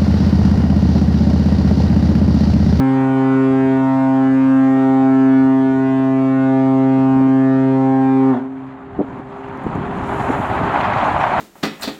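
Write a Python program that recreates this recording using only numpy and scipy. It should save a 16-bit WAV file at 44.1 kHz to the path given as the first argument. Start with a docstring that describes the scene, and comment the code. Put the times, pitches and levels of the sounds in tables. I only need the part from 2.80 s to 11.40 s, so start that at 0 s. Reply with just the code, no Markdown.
"""A ship's air horn holds one deep note across a harbour basin, then sags in pitch and stops; far shores hum it back.
The note is a stack of partials (a base pitch and its multiples), each swelling and fading on its own.
Wind made of filtered noise roars and hisses; short pressure dips make pops and ticks.
An automatic gain control makes the wind swell after the blast."""
import sys
import numpy as np
from scipy import signal
from scipy.fft import rfft, irfft, next_fast_len
from scipy.io import wavfile
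from scipy.ndimage import uniform_filter1d, map_coordinates

SR = 44100
rng = np.random.default_rng(int(sys.argv[2]) if len(sys.argv) > 2 else 0)


def digitize_waveform(pressure):
    """Quantize a signal to 16-bit integers and store it at the path in sys.argv[1].

    Rows of a 2-D input are taken as channels; values are limited to [-1, 1].
    """
    field = np.atleast_2d(pressure).T
    bounded = np.clip(field, -1, 1)
    quanta = np.round(bounded * 32767).astype(np.int16)
    wavfile.write(sys.argv[1], SR, quanta)


N = 379260
PITCH_HZ = 132.87
SHUT_S = 5.505  # the horn's air is shut off
DULL_DB_PER_S = 0.62  # the leaking air and the higher partials weaken as the blast goes on


def amp(db):
    """Turn a level in dB into a gain."""
    return 10 ** (np.asarray(db) / 20)


def unit(x):
    """Scale x to an rms (average strength) of 1."""
    return x / np.sqrt(np.mean(x ** 2))


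def since(s):
    """Seconds since moment s, negative before it."""
    return np.arange(N) / SR - s


def bump(s, rise, fall):
    """A smooth swell of height 1 at moment s."""
    t = since(s)
    return np.exp(-(t / np.where(t < 0, rise, fall)) ** 2)


def along(points, hz):
    """Read a curve of (frequency, value) points on a log frequency axis."""
    f, v = np.transpose(points)
    return np.interp(np.log(hz + 1), np.log(f + 1), v)


def curves(rows):
    """Draw each column after the time as a curve with one value per sample."""
    s, *columns = np.transpose(rows)
    return [np.interp(since(0), s, column) for column in columns]


def wobble(rate):
    """A smooth random curve through `rate` random points a second."""
    knots = rng.standard_normal(1024)
    return map_coordinates(knots, [np.arange(N) * rate / SR], mode="wrap")


def fading(rate, steady, size):
    """Complex gain of a tone arriving by one steady path plus slow and quick shifting ones; mean power 1."""
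    grid = np.arange(0, size + 128, 128)
    knots = rng.standard_normal((4, 1024))
    rates = [rate, rate, 3.2 * rate, 3.2 * rate]
    a, b, c, d = [map_coordinates(k, [grid * r / SR], mode="wrap") for k, r in zip(knots, rates)]
    quick = 0.68
    gain = steady + a + 1j * b + quick * (c + 1j * d)
    mean_power = steady ** 2 + 2 + 2 * quick ** 2
    return np.interp(np.arange(size), grid, gain / np.sqrt(mean_power))


def filtered(x, response):
    """Multiply the spectrum of x by a response that depends on frequency."""
    m = next_fast_len(len(x) + 8192)  # room for the filter to ring out
    return irfft(rfft(x, m) * response(np.fft.rfftfreq(m, 1 / SR)), m)[:len(x)]


def rush(spectrum, patchy_db, lumps_db=0):
    """Rushing air: coloured noise of rms 1 with patches of random gain and lumps in time."""
    z = signal.stft(rng.standard_normal(N), nperseg=512)[2]
    field = uniform_filter1d(rng.standard_normal(z.shape), size=6, axis=0)  # smooth over frequency
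    field = uniform_filter1d(field, size=10, axis=1)  # smooth over time
    noise = signal.istft(z * amp(patchy_db * unit(field)), nperseg=512)[1][:N]
    return unit(filtered(noise * amp(lumps_db), lambda hz: amp(along(spectrum, hz))))


def bursts(rows, rough):
    """Short pointed pressure dips that swing around their centre pitch, torn by turbulence."""
    out, size = np.zeros(N + SR), 4096
    t = (np.arange(size) - size // 2) / SR
    for s, db, length, centre_hz in rows:
        def band(hz):
            low_cut = hz ** 2 / (hz ** 2 + (0.58 * centre_hz) ** 2)
            return low_cut / (1 + (hz / (2.07 * centre_hz)) ** 6)
        torn = unit(filtered(rng.standard_normal(size), band))
        dip = -np.cos(2 * np.pi * centre_hz * t + .6 * rng.standard_normal())
        envelope = np.exp(.7 - np.hypot(t / length, .7))
        out[round(s * SR) - size // 2:][:size] += amp(db) * envelope * (rough * torn + dip)
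    return out[:N]


# Gusts on the microphone: (time [s], level over the steady buffeting [dB], rise [s], fall [s])
GUSTS = [(0, 4.5, 0.085, 1.5), (2.9, 6.5, 0.077, .3), (4.4, 7.5, .15, 0.1), (6.2, 5, 0.24, .3),
         (6.88, 7.5, 0.044, 0.44), (7.55, 1.5, 0.14, 0.18), (7.85, 2.5, 0.22, 0.74)]


def buffeting_db():
    """Level of the buffeting: a steady -44.5 dB lifted by each gust."""
    return -44.5 + sum(db * bump(s, rise, fall) for s, db, rise, fall in GUSTS)


# Tone colour of the buffeting: (frequency [Hz], relative level [dB per Hz])
BUFFET_COLOUR = [(15, -31.5), (30, -15), (50, -8), (90, -1), (180, -2), (300, -4), (420, -9), (500, -16.5),
                 (700, -33.5), (3000, -120)]


def buffeting(gust):
    """Wind thumps the microphone as low, lumpy noise."""
    lumps_db = 0.45 * gust + 0.6 * wobble(80)
    return amp(buffeting_db()) * rush(BUFFET_COLOUR, patchy_db=1.7, lumps_db=lumps_db)


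# Tone colour of the roar: (frequency [Hz], relative level [dB per Hz])
ROAR_COLOUR = [(200, -61.5), (480, -17), (580, -6), (700, 0), (820, 0.5), (950, -1.5), (1300, -6.5),
               (2000, -16), (3100, -27), (4300, -38), (5200, -49), (7000, -65), (12000, -120)]


def roar(gust, level_db):
    """Wind roars as mid-range noise, made grainy by quick wobbles in level."""
    lumps_db = 0.49 * gust + 0.6 * wobble(28) + 1.5 * wobble(150)
    return amp(level_db) * rush(ROAR_COLOUR, patchy_db=0.77, lumps_db=lumps_db)


# Tone colour of the crackle: (frequency [Hz], relative level [dB per Hz])
CRACKLE_COLOUR = [(600, -42), (1300, -2.5), (2000, 1), (3200, -8), (4500, -19.5), (8000, -40.5),
                  (16000, -49.5)]


def crackle(roar_db):
    """A coarse crackle follows the roar, 25.5 dB below it, and grows by 9 dB once the wind freshens."""
    freshen_s, grow_s = 7.6, .4
    level_db = roar_db - 25.5 + 9 * np.clip(since(freshen_s) / grow_s, 0, 1)
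    lumps_db = 2.7 * wobble(16) + 4.4 * wobble(90)
    return amp(level_db) * rush(CRACKLE_COLOUR, patchy_db=3.0, lumps_db=lumps_db)


# Tone colour of the hiss: (frequency [Hz], relative level [dB per Hz])
HISS_COLOUR = [(2000, -60), (4000, -9.5), (5400, -5.5), (7100, 2), (8500, -7), (10000, -8), (12000, -17.5),
               (14000, -22), (16000, -28)]


def hiss(gust, level_db):
    """Wind hisses as high noise that shares the gusts."""
    lumps_db = 0.73 * gust + 1.5 * wobble(30)
    return amp(level_db) * rush(HISS_COLOUR, patchy_db=1.0, lumps_db=lumps_db)


# Tone colour of the sizzle: (frequency [Hz], relative level [dB per Hz])
SIZZLE_COLOUR = [(3000, -60), (5500, -14), (7300, 0.5), (8500, -5), (10500, -4.5), (13000, -10),
                 (16000, -21.5)]


def sizzle():
    """A faint, bright noise that gets louder for one spell and sinks during it."""
    from_s, to_s = 7.27, 7.82
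    start_db, sinks_db_per_s, rest_db = -74.5, 9.5, -88.5
    spell = np.clip(np.minimum(since(from_s) / .01, -since(to_s) / .06), 0, 1)
    gain = amp(rest_db) + spell * amp(start_db - sinks_db_per_s * since(from_s))
    return gain * rush(SIZZLE_COLOUR, patchy_db=-1.5, lumps_db=1.1 * wobble(50))


# Strength of the wind: (time [s], roar level [dB], hiss level [dB])
WIND_LEVELS = [(0, -38.5, -73), (.4, -35, -70.5), (.8, -40, -70), (2, -39.5, -64.5), (2.6, -43, -74.5),
               (3.8, -43.5, -74.5), (5.5, -40, -73.5), (6.1, -39.5, -78), (6.5, -40.5, -76),
               (7, -40.5, -77.5), (7.4, -38.5, -71.5), (7.9, -37.5, -76.5), (8.6, -35, -73)]


def wind():
    """Noise layers from low to high; buffeting, roar and hiss share one random gust curve."""
    roar_db, hiss_db = curves(WIND_LEVELS)
    gust = wobble(9)
    return buffeting(gust) + roar(gust, roar_db) + crackle(roar_db) + hiss(gust, hiss_db) + sizzle()


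def small_pops(count=50):
    """Small pops at random times, each at a random pitch, that follow the buffeting level."""
    loudest_db, length_s, centre_hz = 6, .006, 190  # loudest is over the buffeting
    first_s = .06
    rows = []
    for when, softness, pitch in rng.random((count, 3)):
        s = first_s + when * (N / SR - first_s)
        rows.append((s, loudest_db - 8 * softness, length_s, centre_hz * 2 ** (pitch - .5)))
    return amp(buffeting_db()) * bursts(rows, rough=.5)


# Single pops of wind on the microphone: (time [s], level [dB], length [s], centre pitch [Hz])
POPS = [(1.97, -23, .003, 300), (2.1, -29, 0.0042, 182), (2.867, -34, .005, 230), (2.93, -31, 0.0046, 218),
        (2.978, -27, .005, 220), (3.2, -31, 0.0037, 295), (4.185, -28, .007, 199), (4.37, -20, .005, 260),
        (4.412, -19.5, 0.0028, 300), (4.478, -22, 0.0056, 258), (6.193, -7.5, 0.0012, 330),
        (6.208, -15, 0.0092, 298), (6.246, -24, 0.0029, 250), (6.4, -28, 0.0026, 280),
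        (6.867, -25, 0.0015, 298), (6.958, -23, 0.001, 305), (7.503, -27, 0.0037, 263),
        (7.848, -33, 0.0027, 190), (8.279, -34, 0.0025, 750), (8.52, -33, .003, 760)]


def pops():
    """Wind strikes the microphone as separate, rough pressure dips."""
    return bursts(POPS, rough=0.66)


# Faint high ticks: (time [s], level [dB], centre pitch [Hz])
TICKS = [(.205, -51.5, 12100), (.335, -55.5, 13000), (.347, -49, 12300), (6.191, -56.5, 7300),
         (6.389, -62, 9500), (6.687, -57.5, 6800), (6.775, -53, 6000), (6.838, -54.5, 8700),
         (6.902, -59, 6500), (6.954, -53, 7000), (7.177, -60, 8900)]


def ticks():
    """Very short, high-pitched pressure dips."""
    return bursts([(s, db, .00015, hz) for s, db, hz in TICKS], rough=0.44)


# Hum from far shores, one row each for partials 1 to 4:
# (level at shut-off [dB], fade [dB per s], steadiness [steady part against shifting part])
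SHORE_HUM = [(-37, 12.5, 2.2), (-31.5, 10.5, 2.7), (-41.5, 3.5, 4), (-53, 2.5, 1.9)]


def shores():
    """Countless far echoes blur each low partial into a wavering line, until the farthest shore has answered."""
    rise_s, last_s, end_db_per_s = 0.1, 7.85, 54
    phase = 2j * np.pi * PITCH_HZ * np.arange(N) / SR
    rise = np.clip(since(SHUT_S) / rise_s, 0, 1)
    ending = amp(-end_db_per_s * np.maximum(since(last_s), 0))
    hum = np.zeros(N)
    for k, (db, fade_db, steady) in enumerate(SHORE_HUM, 1):
        line = np.real(fading(rate=7.5, steady=steady, size=N) * np.exp(k * phase))
        hum += amp(db - fade_db * since(SHUT_S)) * line
    return np.sqrt(2) * rise * ending * hum


# Tone colour of the escaping air: (frequency [Hz], relative level [dB per Hz])
VENT_COLOUR = [(200, -37), (600, 0), (1100, 1), (1600, -8), (2300, -17), (4000, -31), (8000, -50),
               (12000, -58), (16000, -86)]


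def vent():
    """The last air rushes through the bell without a note."""
    peak_s, rise_s, fall_s = 5.55, .035, .045  # rise and fall: times for 10 dB
    t = since(peak_s)
    level_db = -30 - 10 * (t / np.where(t < 0, rise_s, fall_s)) ** 2
    return amp(level_db) * rush(VENT_COLOUR, patchy_db=5.0, lumps_db=1.5 * wobble(60))


def choke_db():
    """Level of the direct sound: 10 dB down choke_s after the air is shut off, then falling ever faster."""
    direct_db, choke_s = -3.5, 0.09
    return direct_db - 10 * (np.maximum(since(SHUT_S), 0) / choke_s) ** 2


# Tone colour of air leaking through the horn: (frequency [Hz], relative level [dB per Hz])
LEAK_COLOUR = [(500, -40), (900, -4), (1300, -1.5), (2000, -10), (3000, -15), (4500, -27.5), (7000, -31.5),
               (10000, -43.5), (13000, -70)]


def leak():
    """Compressed air leaks past the diaphragm once a cycle and roughens the note."""
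    gate = 1 + 0.74 * np.cos(2 * np.pi * PITCH_HZ * np.arange(N) / SR)
    level_db = -46 - DULL_DB_PER_S * since(0) + choke_db()
    return amp(level_db) * gate * rush(LEAK_COLOUR, patchy_db=3.0)


# Overtones 3 to 9 dip now and then, or swell where the depth is negative:
# (time [s], partial [number], depth [dB], length [s])
DIPS = [(0.033, 3, 6, 0.097), (.04, 5, 19, 0.17), (0.542, 5, 8, 0.14), (0.616, 6, 17, 0.07),
        (0.705, 7, 9, .05), (1.141, 4, 1.5, 0.069), (1.145, 7, -7.5, .2), (1.174, 3, 23.5, 0.13),
        (1.45, 3, 6, 0.45), (1.507, 7, 17, 0.056), (1.624, 5, 9, 0.17), (1.626, 6, 12, 0.11),
        (1.73, 3, 18.5, 0.14), (1.847, 7, 15.5, 0.14), (2.2, 6, -6.5, .2), (2.347, 4, 6.5, 0.13),
        (2.718, 3, 4.5, 0.22), (2.751, 6, 4.5, 0.6), (2.98, 4, 10, 0.33), (3.301, 3, 4.5, 0.32),
        (3.4, 5, -4.5, 0.45), (3.53, 7, 12, 0.13), (3.576, 3, 6, 0.13), (4.396, 4, 10.5, 0.11),
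        (4.453, 3, 6.5, 0.26), (4.62, 7, 7.5, 0.18), (4.801, 6, 3.5, 0.062), (5.15, 6, -5.5, 0.22),
        (5.373, 5, 23, 0.13), (.05, 9, 10.5, .1), (.34, 8, 6, 0.035), (0.844, 9, 17, 0.075),
        (0.896, 8, 6, 0.076), (1.447, 9, 7, 0.15), (1.55, 8, 11, 0.066), (2.02, 8, 9, 0.091),
        (2.377, 9, 10.5, 0.1), (2.6, 8, 14, .1), (2.88, 8, 15, .08), (3.1, 9, 8, 0.18),
        (3.779, 8, 19, 0.082), (4.1, 8, 13.5, 0.096), (4.803, 8, 19, 0.12), (5.151, 9, 14, .2)]


def dips_db(k, n):
    """Total depth of the dips of partial k over n samples."""
    return sum(db * bump(s, length, length)[:n] for s, partial, db, length in DIPS if round(partial) == k)


# The two lowest partials, before the direct and echo gains: (time [s], partial 1 level [dB], partial 2 level [dB])
BLAST = [(0.03, -22, -13), (0.29, -22.5, -15.5), (0.55, -23.5, -13.5), (1.15, -25.5, -14.5),
         (1.79, -27.5, -10.5), (2.02, -27, -13), (2.58, -26.5, -10), (2.89, -28.5, -13.5),
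         (2.97, -26.5, -15), (4.35, -22, -12.5), (4.45, -24, -11), (4.94, -21.5, -14.5), (5.28, -25.5, -13),
         (5.49, -25, -12)]
# Strength of the higher partials, before gains and fading: (frequency [Hz], level [dB])
BELL = [(400, -22.5), (530, -31.5), (665, -29.5), (800, -29.5), (930, -33), (1063, -36), (1196, -38),
        (1330, -40.5), (1860, -46), (2400, -54), (3200, -62.5), (4300, -69.5), (5500, -75), (7000, -75.5),
        (9500, -82), (11000, -91), (12500, -106)]


def horn(count=92):
    """Partials of the diaphragm; at shut-off the sagging note beats against the quay echo, which still holds pitch."""
    n = round((SHUT_S + .3) * SR)
    sag_hz, sag_s = 11, 0.0478  # the pitch drops this far, this fast
    quay_db, quay_fade_db_per_s, quay_late_s, quay_end_db_per_s = -10, 50, .165, 600
    still_up_to = 9  # partials up to this number hold fairly still
    low = [amp(db[:n]) for db in curves(BLAST)]
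    after = np.maximum(since(SHUT_S)[:n], 0)
    echo_db = quay_db - quay_fade_db_per_s * after
    echo_db -= quay_end_db_per_s * np.maximum(after - quay_late_s, 0)
    echo = amp(echo_db)
    cycles = PITCH_HZ * np.arange(n) / SR
    # the diaphragm's timing flutters at about a third of the pitch: side lines on the upper partials
    flutter = fading(rate=25, steady=0.34, size=n) * np.exp(2j * np.pi * 0.31 * cycles)
    held = np.exp(2j * np.pi * cycles + 1j * 0.0025 * np.real(flutter))
    drop_hz = sag_hz * np.minimum(after / sag_s, 1)
    sag = np.exp(-2j * np.pi * np.cumsum(drop_hz) / SR)
    edge = amp(2 - DULL_DB_PER_S * since(0)[:n])
    direct = amp(choke_db()[:n])
    out, tone = np.zeros(N), np.ones(n)
    for k in range(1, count + 1):
        # one more turn per cycle moves the tone and its sag up to the next partial
        tone, direct = tone * held, direct * sag
        turn = np.sqrt(2) * np.exp(2j * np.pi * rng.random())  # random starting phase
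        bell_db = along(BELL, k * PITCH_HZ)
        if k <= len(low):
            gain = low[k - 1]
        elif k <= still_up_to:
            gain = amp(bell_db - dips_db(k, n)) * fading(rate=4, steady=6.3, size=n)
        else:  # turbulence shuffles short waves faster than long ones
            gain = amp(bell_db) * edge * fading(rate=0.605 + .22 * k, steady=0.18, size=n)
        out[:n] += np.real(turn * gain * tone * (direct + echo))
    return out


def scene():
    """Wind, pops, ticks, the far hum and the horn at one microphone."""
    background = wind() + small_pops() + pops() + ticks()
    return (background + shores() + vent() + leak() + horn())[None]


def record(dry):
    """Gain control lifts the sound as the remembered loudness sinks; nothing is kept above the band limit."""
    lift_below_db, memory_s, wait_s, top_hz = -17, 0.26, 0.21, 15720
    keep = np.exp(-1 / (memory_s * SR))
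    start = [np.mean(dry[0, :SR] ** 2)]
    power = signal.lfilter([1 - keep], [1, -keep], dry[0] ** 2, zi=start)[0]
    loud_db = 10 * np.log10(np.interp(since(wait_s), since(0), power))  # the control reacts late
    lifted = dry[0] * amp(np.maximum(lift_below_db - loud_db, 0))
    return filtered(lifted, lambda hz: hz < top_hz)[None]


dry = scene()
out = record(dry)
digitize_waveform(out)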